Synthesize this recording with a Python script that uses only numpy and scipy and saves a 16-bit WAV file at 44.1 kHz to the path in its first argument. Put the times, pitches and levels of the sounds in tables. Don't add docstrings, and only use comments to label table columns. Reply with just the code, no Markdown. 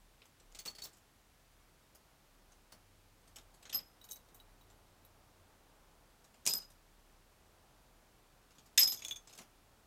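import sys
import numpy as np
from scipy import signal
from scipy.fft import rfft, irfft, next_fast_len
from scipy.io import wavfile
from scipy.ndimage import uniform_filter1d

SR = 44100
rng = np.random.default_rng(int(sys.argv[2]) if len(sys.argv) > 2 else 0)


def unload_audio(sound):
    columns = np.transpose(np.atleast_2d(sound))
    steps = np.round(np.clip(columns, -1, 1) * 32767)
    wavfile.write(sys.argv[1], SR, steps.astype(np.int16))


N = 434826
LEAD_S = .002


def undb(db):
    return 10 ** (np.asarray(db) / 20)


def level(x, db):
    return x * undb(db) / np.sqrt(np.mean(x ** 2))


def fade(t, t60_s):
    return np.exp(-np.log(1000) * t / t60_s)


def colour(x, points, tilt_db=0.):
    octave = np.log2(np.maximum(np.fft.rfftfreq(len(x), 1 / SR), 1) / 6000)
    hz, db = np.transpose(points)
    shape_db = np.interp(octave, np.log2(hz / 6000), db)
    slope_db = tilt_db * np.maximum(octave, -2)
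    return irfft(rfft(x) * undb(shape_db + slope_db), len(x))


def add(out, s, x):
    i = int(s * SR)
    out[i:i + len(x)] += x[:N - i]


def walk(rate):
    k = int(SR / rate)
    steps = np.repeat(rng.standard_normal(N // k + 1), k)
    return 1.3 * uniform_filter1d(uniform_filter1d(steps, k), k)[:N]


def background():
    # pitch_hz [Hz], relative level_db [dB]
    hush_tone = [(28, -29.5), (48, -4), (60, -3), (82, -5.5), (327, -14), (379, -14.5), (483, -16.5),
                 (767, -16), (3720, -22.5), (13500, -28.5), (16000, -32)]
    # start_s [s], rush_db [dB], drone_hz [Hz], drone_db [dB], before random wandering
    traffic = [(0, -81, 96.4, -91), (2.4, -75.5, 97.2, -92), (3, -79, 97.7, -71), (3.5, -72.5, 95.8, -77.5),
               (4.2, -72, 98, -76), (5, -71, 93, -71), (5.4, -71.5, 91.2, -68), (5.9, -73.5, 90, -94),
               (7, -74, 91.3, -84.5), (9.86, -73.5, 89.7, -82.5)]
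    s, *columns = np.transpose(traffic)
    rush_db, drone_hz, drone_db = (np.interp(np.arange(N) / SR, s, c) for c in columns)
    noise = rng.standard_normal((2, next_fast_len(N)))
    hush = level(colour(noise[0], hush_tone)[:N], -68.5)
    rush_tone = [(40, -7.0), (100, -6.0), (800, -4.5), (1500, -11.0), (3000, -46)]
    rush = level(colour(noise[1], rush_tone)[:N], 0) * undb(rush_db + walk(2.3))
    hum_hz = 35 + 2 * walk(9)
    hum = np.sin(2 * np.pi * np.cumsum(hum_hz) / SR) * undb(-69 + 4.0 * walk(7))
    wandering_hz = drone_hz + 1.176 * walk(5)
    drone = np.sin(2 * np.pi * np.cumsum(wandering_hz) / SR) * undb(drone_db + 3.4 * walk(6.9))
    return hush + rush + hum + drone


def knocks():
    # start_s [s], level_db of the clatter before its fades [dB], tilt_db [dB per octave]
    knock_list = [(0.2182, -58, -10), (0.2538, -62, 1), (0.399, -61, -1), (0.518, -64, 0),
                  (0.5481, -49.5, -2), (0.5634, -57, 0), (0.5885, -45, -1), (0.6533, -41, 1),
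                  (0.66, -41.5, 0), (0.677, -47, 1), (0.7502, -53.5, -3), (0.7842, -48.5, -3),
                  (0.819, -47, 2), (0.839, -42.5, 8), (0.8514, -50.5, -4.5), (0.8772, -61, 4),
                  (0.9304, -61, 5), (0.9458, -70, 2), (0.969, -62.5, 4), (1.949, -56, 7), (2.519, -61, 3),
                  (2.7215, -52, -1.5), (3.2747, -61, 1), (3.3592, -47.5, 0.5), (3.3851, -56, -1),
                  (3.5414, -60, 2), (3.6261, -55, -1), (3.6537, -48.5, -8.5), (3.6955, -45, -5),
                  (3.7269, -40, -3.5), (3.7437, -38, 2), (3.7888, -50, -4.5), (4.041, -57, 1),
                  (4.0877, -60, 0), (4.101, -52, 3), (4.1579, -60, 0), (4.287, -66, 5), (4.3465, -56, 13),
                  (4.7007, -61, 0), (6.2423, -61, 2), (6.342, -62, -4), (6.4536, -41, 5),
                  (6.4644, -28, 2.5), (6.4732, -27, 5), (6.499, -35.5, 2.5), (6.536, -37, 6),
                  (6.552, -45, 5), (6.5837, -48, 3), (6.6212, -54.5, 0.5), (6.7026, -58.5, 5),
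                  (8.5071, -62, -2), (8.5509, -64, -1), (8.583, -57.5, -1.5), (8.6597, -60.5, 4),
                  (8.7767, -20, -2.5), (8.8056, -26, 4), (8.8198, -38, 1), (8.831, -29.5, 5.5),
                  (8.8752, -35.5, 0.5), (8.9202, -36, 4), (8.9437, -46.5, 0), (8.9917, -48.5, -2),
                  (9.021, -49, -7), (9.0488, -42.5, 6), (9.04, -52, -2), (9.0825, -48.5, -4),
                  (9.1083, -47, 16), (9.1604, -54.5, 3), (9.2732, -54, 2.5), (9.295, -55.5, -2),
                  (9.3277, -53, 1), (9.3508, -56, 4), (9.377, -48.5, 3.5), (9.3857, -47.5, -3),
                  (9.4135, -53.5, 0)]
    # pitch_hz [Hz], relative level_db [dB]
    grid_tone = [(400, -53), (1300, -20.5), (2200, -2), (3000, 1), (4500, 1.5), (6300, 4), (7600, 3),
                 (9000, -3.5), (12000, -6.5), (14000, -4.5), (16000, -21)]
    # pitch_hz [Hz], relative level_db [dB]
    thump_tone = [(40, -37), (90, -1), (200, -2.5), (400, 0), (1000, -2), (2000, -10), (4000, -33)]
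    tick_db = 4
    out, t = np.zeros(N), np.arange(8192) / SR - LEAD_S
    after = np.maximum(t, 0)
    for s, db, tilt_db in knock_list:
        noise = rng.standard_normal((5, len(t)))
        tick = (1 + .4 * noise[0]) * np.exp(-after / .00004) * (t >= 0)
        tick = colour(tick, grid_tone, tilt_db)
        tick = undb(db + tick_db) * tick / np.abs(tick).max()

        grains = undb(3.3 * level(uniform_filter1d(noise[3], size=60), 0))
        rattle = colour(noise[1] * grains, grid_tone, tilt_db)
        spot = 5 + rfft(noise[4, :160] * np.exp(-np.arange(160) / 40), len(t))
        clatter = level(irfft(rfft(rattle) * spot), db)
        dull = colour(clatter, [(8000, -2.5), (16000, -6)])
        clatter = dull + (clatter - dull) * np.exp(-after / 0.003)
        clatter = clatter * fade(after, .12) * (1 - np.exp(-after / 0.0011))

        thump = level(colour(noise[2], thump_tone), -37.5 + 0.51 * db)
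        thump = thump * fade(after, .15) * (1 - np.exp(-after / 0.00057))
        add(out, s - LEAD_S, tick + clatter + thump)
    return out


def room(x):
    t = np.arange(int(.5 * SR)) / SR
    tail = colour(rng.standard_normal(len(t)), [(200, 0.0), (3000, -4), (12000, -8)])
    tail = tail * fade(t, .22) * (t > .004)
    room_db = -17
    return signal.fftconvolve(x, tail / np.sqrt(np.sum(tail ** 2)))[:N] * undb(room_db)


def ring_bells(strikes, shelf, rise_s, muffle_s, spread_db, detune, rough_db):
    out, t = np.zeros(N), np.arange(16384) / SR
    next_starts = [row[0] for row in strikes[1:]] + [np.inf]
    for (s, low_db, high_db), next_s in zip(strikes, next_starts):
        modes = next(modes for until_s, modes in shelf if s < until_s)
        hz, db, t60_s = np.transpose(modes)[:, :, None]
        chance = rng.standard_normal((2, *hz.shape))
        strike_db = np.where(hz > 5500, high_db, low_db)
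        gain = undb(db + strike_db + spread_db * chance[0])
        flutter = uniform_filter1d(rng.standard_normal((len(hz), len(t))), size=200, axis=1)
        gain = gain * undb(rough_db * level(flutter, 0))
        mode_hz = hz * (1 + detune * chance[1])
        ring = np.sum(gain * np.sin(2 * np.pi * mode_hz * t) * fade(t, t60_s), axis=0)
        muffle = np.exp(-np.maximum(t + s - next_s, 0) / muffle_s)
        add(out, s, ring * (1 - np.exp(-t / rise_s)) * muffle)
    return out


def round_bells():
    # start_s [s], low_db [dB] and high_db [dB] for modes below and above 5500 Hz
    pellet_strikes = [(0.5504, -62, -68), (0.5906, -48.5, -53), (0.6564, -59, -51.5), (0.6764, -45, -56),
                      (0.6994, -50, -58), (0.7517, -53, -62), (0.7846, -59, -59), (0.821, -41, -52),
                      (0.8494, -56, -53), (2.7212, -66, -65), (4.0133, -57, -67), (4.0427, -63, -60.5),
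                      (4.0886, -64, -63), (4.1106, -53, -50), (4.1195, -51, -51), (4.1304, -52, -55),
                      (4.1584, -59, -59), (4.3444, -70, -62), (4.3999, -58, -70), (4.6119, -64, -77),
                      (5.0489, -72, -66), (8.5839, -78, -67), (8.7799, -28.5, -31), (8.8717, -44, -43.5),
                      (8.9226, -54, -47), (8.973, -55, -50.5), (8.993, -57, -62), (9.0209, -54, -50),
                      (9.0488, -38, -45.5), (9.0833, -50, -44.5), (9.1102, -38, -46), (9.1227, -44, -54),
                      (9.1601, -46.5, -48.5), (9.3267, -72, -60)]
    # pitch_hz [Hz], relative level_db [dB], t60_s (60 dB fade) [s]
    first_round = [(3890, -10, .05), (4415, 0, .11), (4490, -5, .06), (6290, 0, .05), (6640, 0, .05),
                   (7600, -3, .05), (10580, -4, .08), (11500, -9, .09), (15110, -3, .11)]
    second_round = [(2990, -7, .04), (3850, 0, .08), (3940, -3, .07), (5700, 0, .02), (6300, 4, .025),
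                    (8210, -8, .1), (8420, -6, .07), (9520, -7, .07), (11400, 0, .12), (12900, -10, .08),
                    (15120, 0, .1), (15480, -1, .08)]
    third_round = [(2420, -8, .03), (2900, -10, .025), (3430, -2, .09), (3530, 0, .035), (6315, -2, .12),
                   (6700, 0, .08), (6770, -4, .05), (11700, -12, .04), (14070, -17, .1)]
    shelf = [(3, first_round), (6, second_round), (10, third_round)]  # (until_s, bell in play)
    return ring_bells(pellet_strikes, shelf, .001, .003, spread_db=2.5, detune=.002, rough_db=4.0)


def clinks():
    # start_s [s], peak level_db [dB]
    clink_list = [(0.591, -34), (4.12, -32), (4.1311, -40), (6.4647, -14.5), (6.475, -12), (6.5368, -13.5),
                  (8.7766, -15.5), (8.7808, -14), (8.8056, -23), (8.8335, -12.5), (9.0489, -28),
                  (9.0835, -29), (9.11, -38), (9.1597, -41)]
    # pitch_hz [Hz], relative level_db [dB]
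    clink_tone = [(2000, -30.5), (4500, -8), (6500, 1), (10000, -3), (13000, -17), (16000, -29)]
    fizz_db, fizz_t60_s = -16.5, 0.0088
    out, t = np.zeros(N), np.arange(2048) / SR - LEAD_S
    for s, db in clink_list:
        fizz = undb(fizz_db) * rng.standard_normal(len(t)) * fade(np.maximum(t, 0), fizz_t60_s)
        spike = t < 1 / SR
        clink = colour((fizz + spike) * (t >= 0), clink_tone)
        add(out, s - LEAD_S, undb(db) * clink / np.abs(clink).max())
    return out


def landings():
    # start_s [s], level_db before rise and fade [dB]
    landing_list = [(0.6563, -53), (0.8515, -60), (2.7231, -60), (3.37, -62), (3.7432, -51.5),
                    (6.4644, -49), (6.536, -52.5), (8.831, -53), (9.3862, -56)]
    # pitch_hz [Hz], relative level_db [dB]
    landing_tone = [(40, -25), (150, 6), (400, -0.5), (1300, -1), (2200, -9), (4000, -24.5)]
    rise_s, t60_s = 0.002, 0.24
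    out, t = np.zeros(N), np.arange(16384) / SR
    for s, db in landing_list:
        shudder = level(colour(rng.standard_normal(len(t)), landing_tone), db)
        add(out, s, shudder * fade(t, t60_s) * (1 - np.exp(-t / rise_s)))
    return out


def open_bells():
    # start_s [s], low_db [dB] and high_db [dB] for modes below and above 5500 Hz
    clapper_strikes = [(3.7284, -46, -42), (3.7454, -34, -28.5), (3.7614, -43, -33.5), (3.7788, -41, -47),
                       (3.7944, -59.5, -61), (6.4737, -32.5, -41), (6.4934, -35, -36.5),
                       (6.5131, -31.5, -43), (6.5354, -33.5, -39), (6.5524, -38.5, -37.5),
                       (6.5844, -50, -60), (6.6144, -55, -64), (6.66, -71, -76), (8.7764, -29.5, -29),
                       (8.7819, -22, -27.5), (8.7914, -34.5, -19), (8.8054, -25.5, -27), (8.8218, -21, -44),
                       (8.8324, -29, -30), (8.8474, -28, -47), (8.8744, -32.5, -34), (8.9206, -40, -41),
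                       (8.9494, -51, -57), (8.9894, -75, -65), (9.2948, -66, -73)]
    # pitch_hz [Hz], relative level_db [dB], t60_s (60 dB fade) [s]
    first_open = [(5025, -4, .3), (5100, 0, .4), (5126, -8, .4), (12243, 0, .3), (12292, -14, .25)]
    second_open = [(5005, -2, .35), (5052, 0, .33), (12139, 0, .3), (12172, -5, .25)]
    shelf = [(5, first_open), (7, second_open), (10, first_open)]  # (until_s, bell in play)
    return ring_bells(clapper_strikes, shelf, .002, .003, spread_db=1.0, detune=.0003, rough_db=.6)


def scene():
    near = knocks() + round_bells() + clinks() + landings() + open_bells()
    return (near + room(near) + background())[None]


def record(dry):
    low_pass = signal.ellip(10, .2, 80, 15900, fs=SR, output="sos")
    return signal.sosfilt(low_pass, dry)


dry = scene()
out = record(dry)
unload_audio(out)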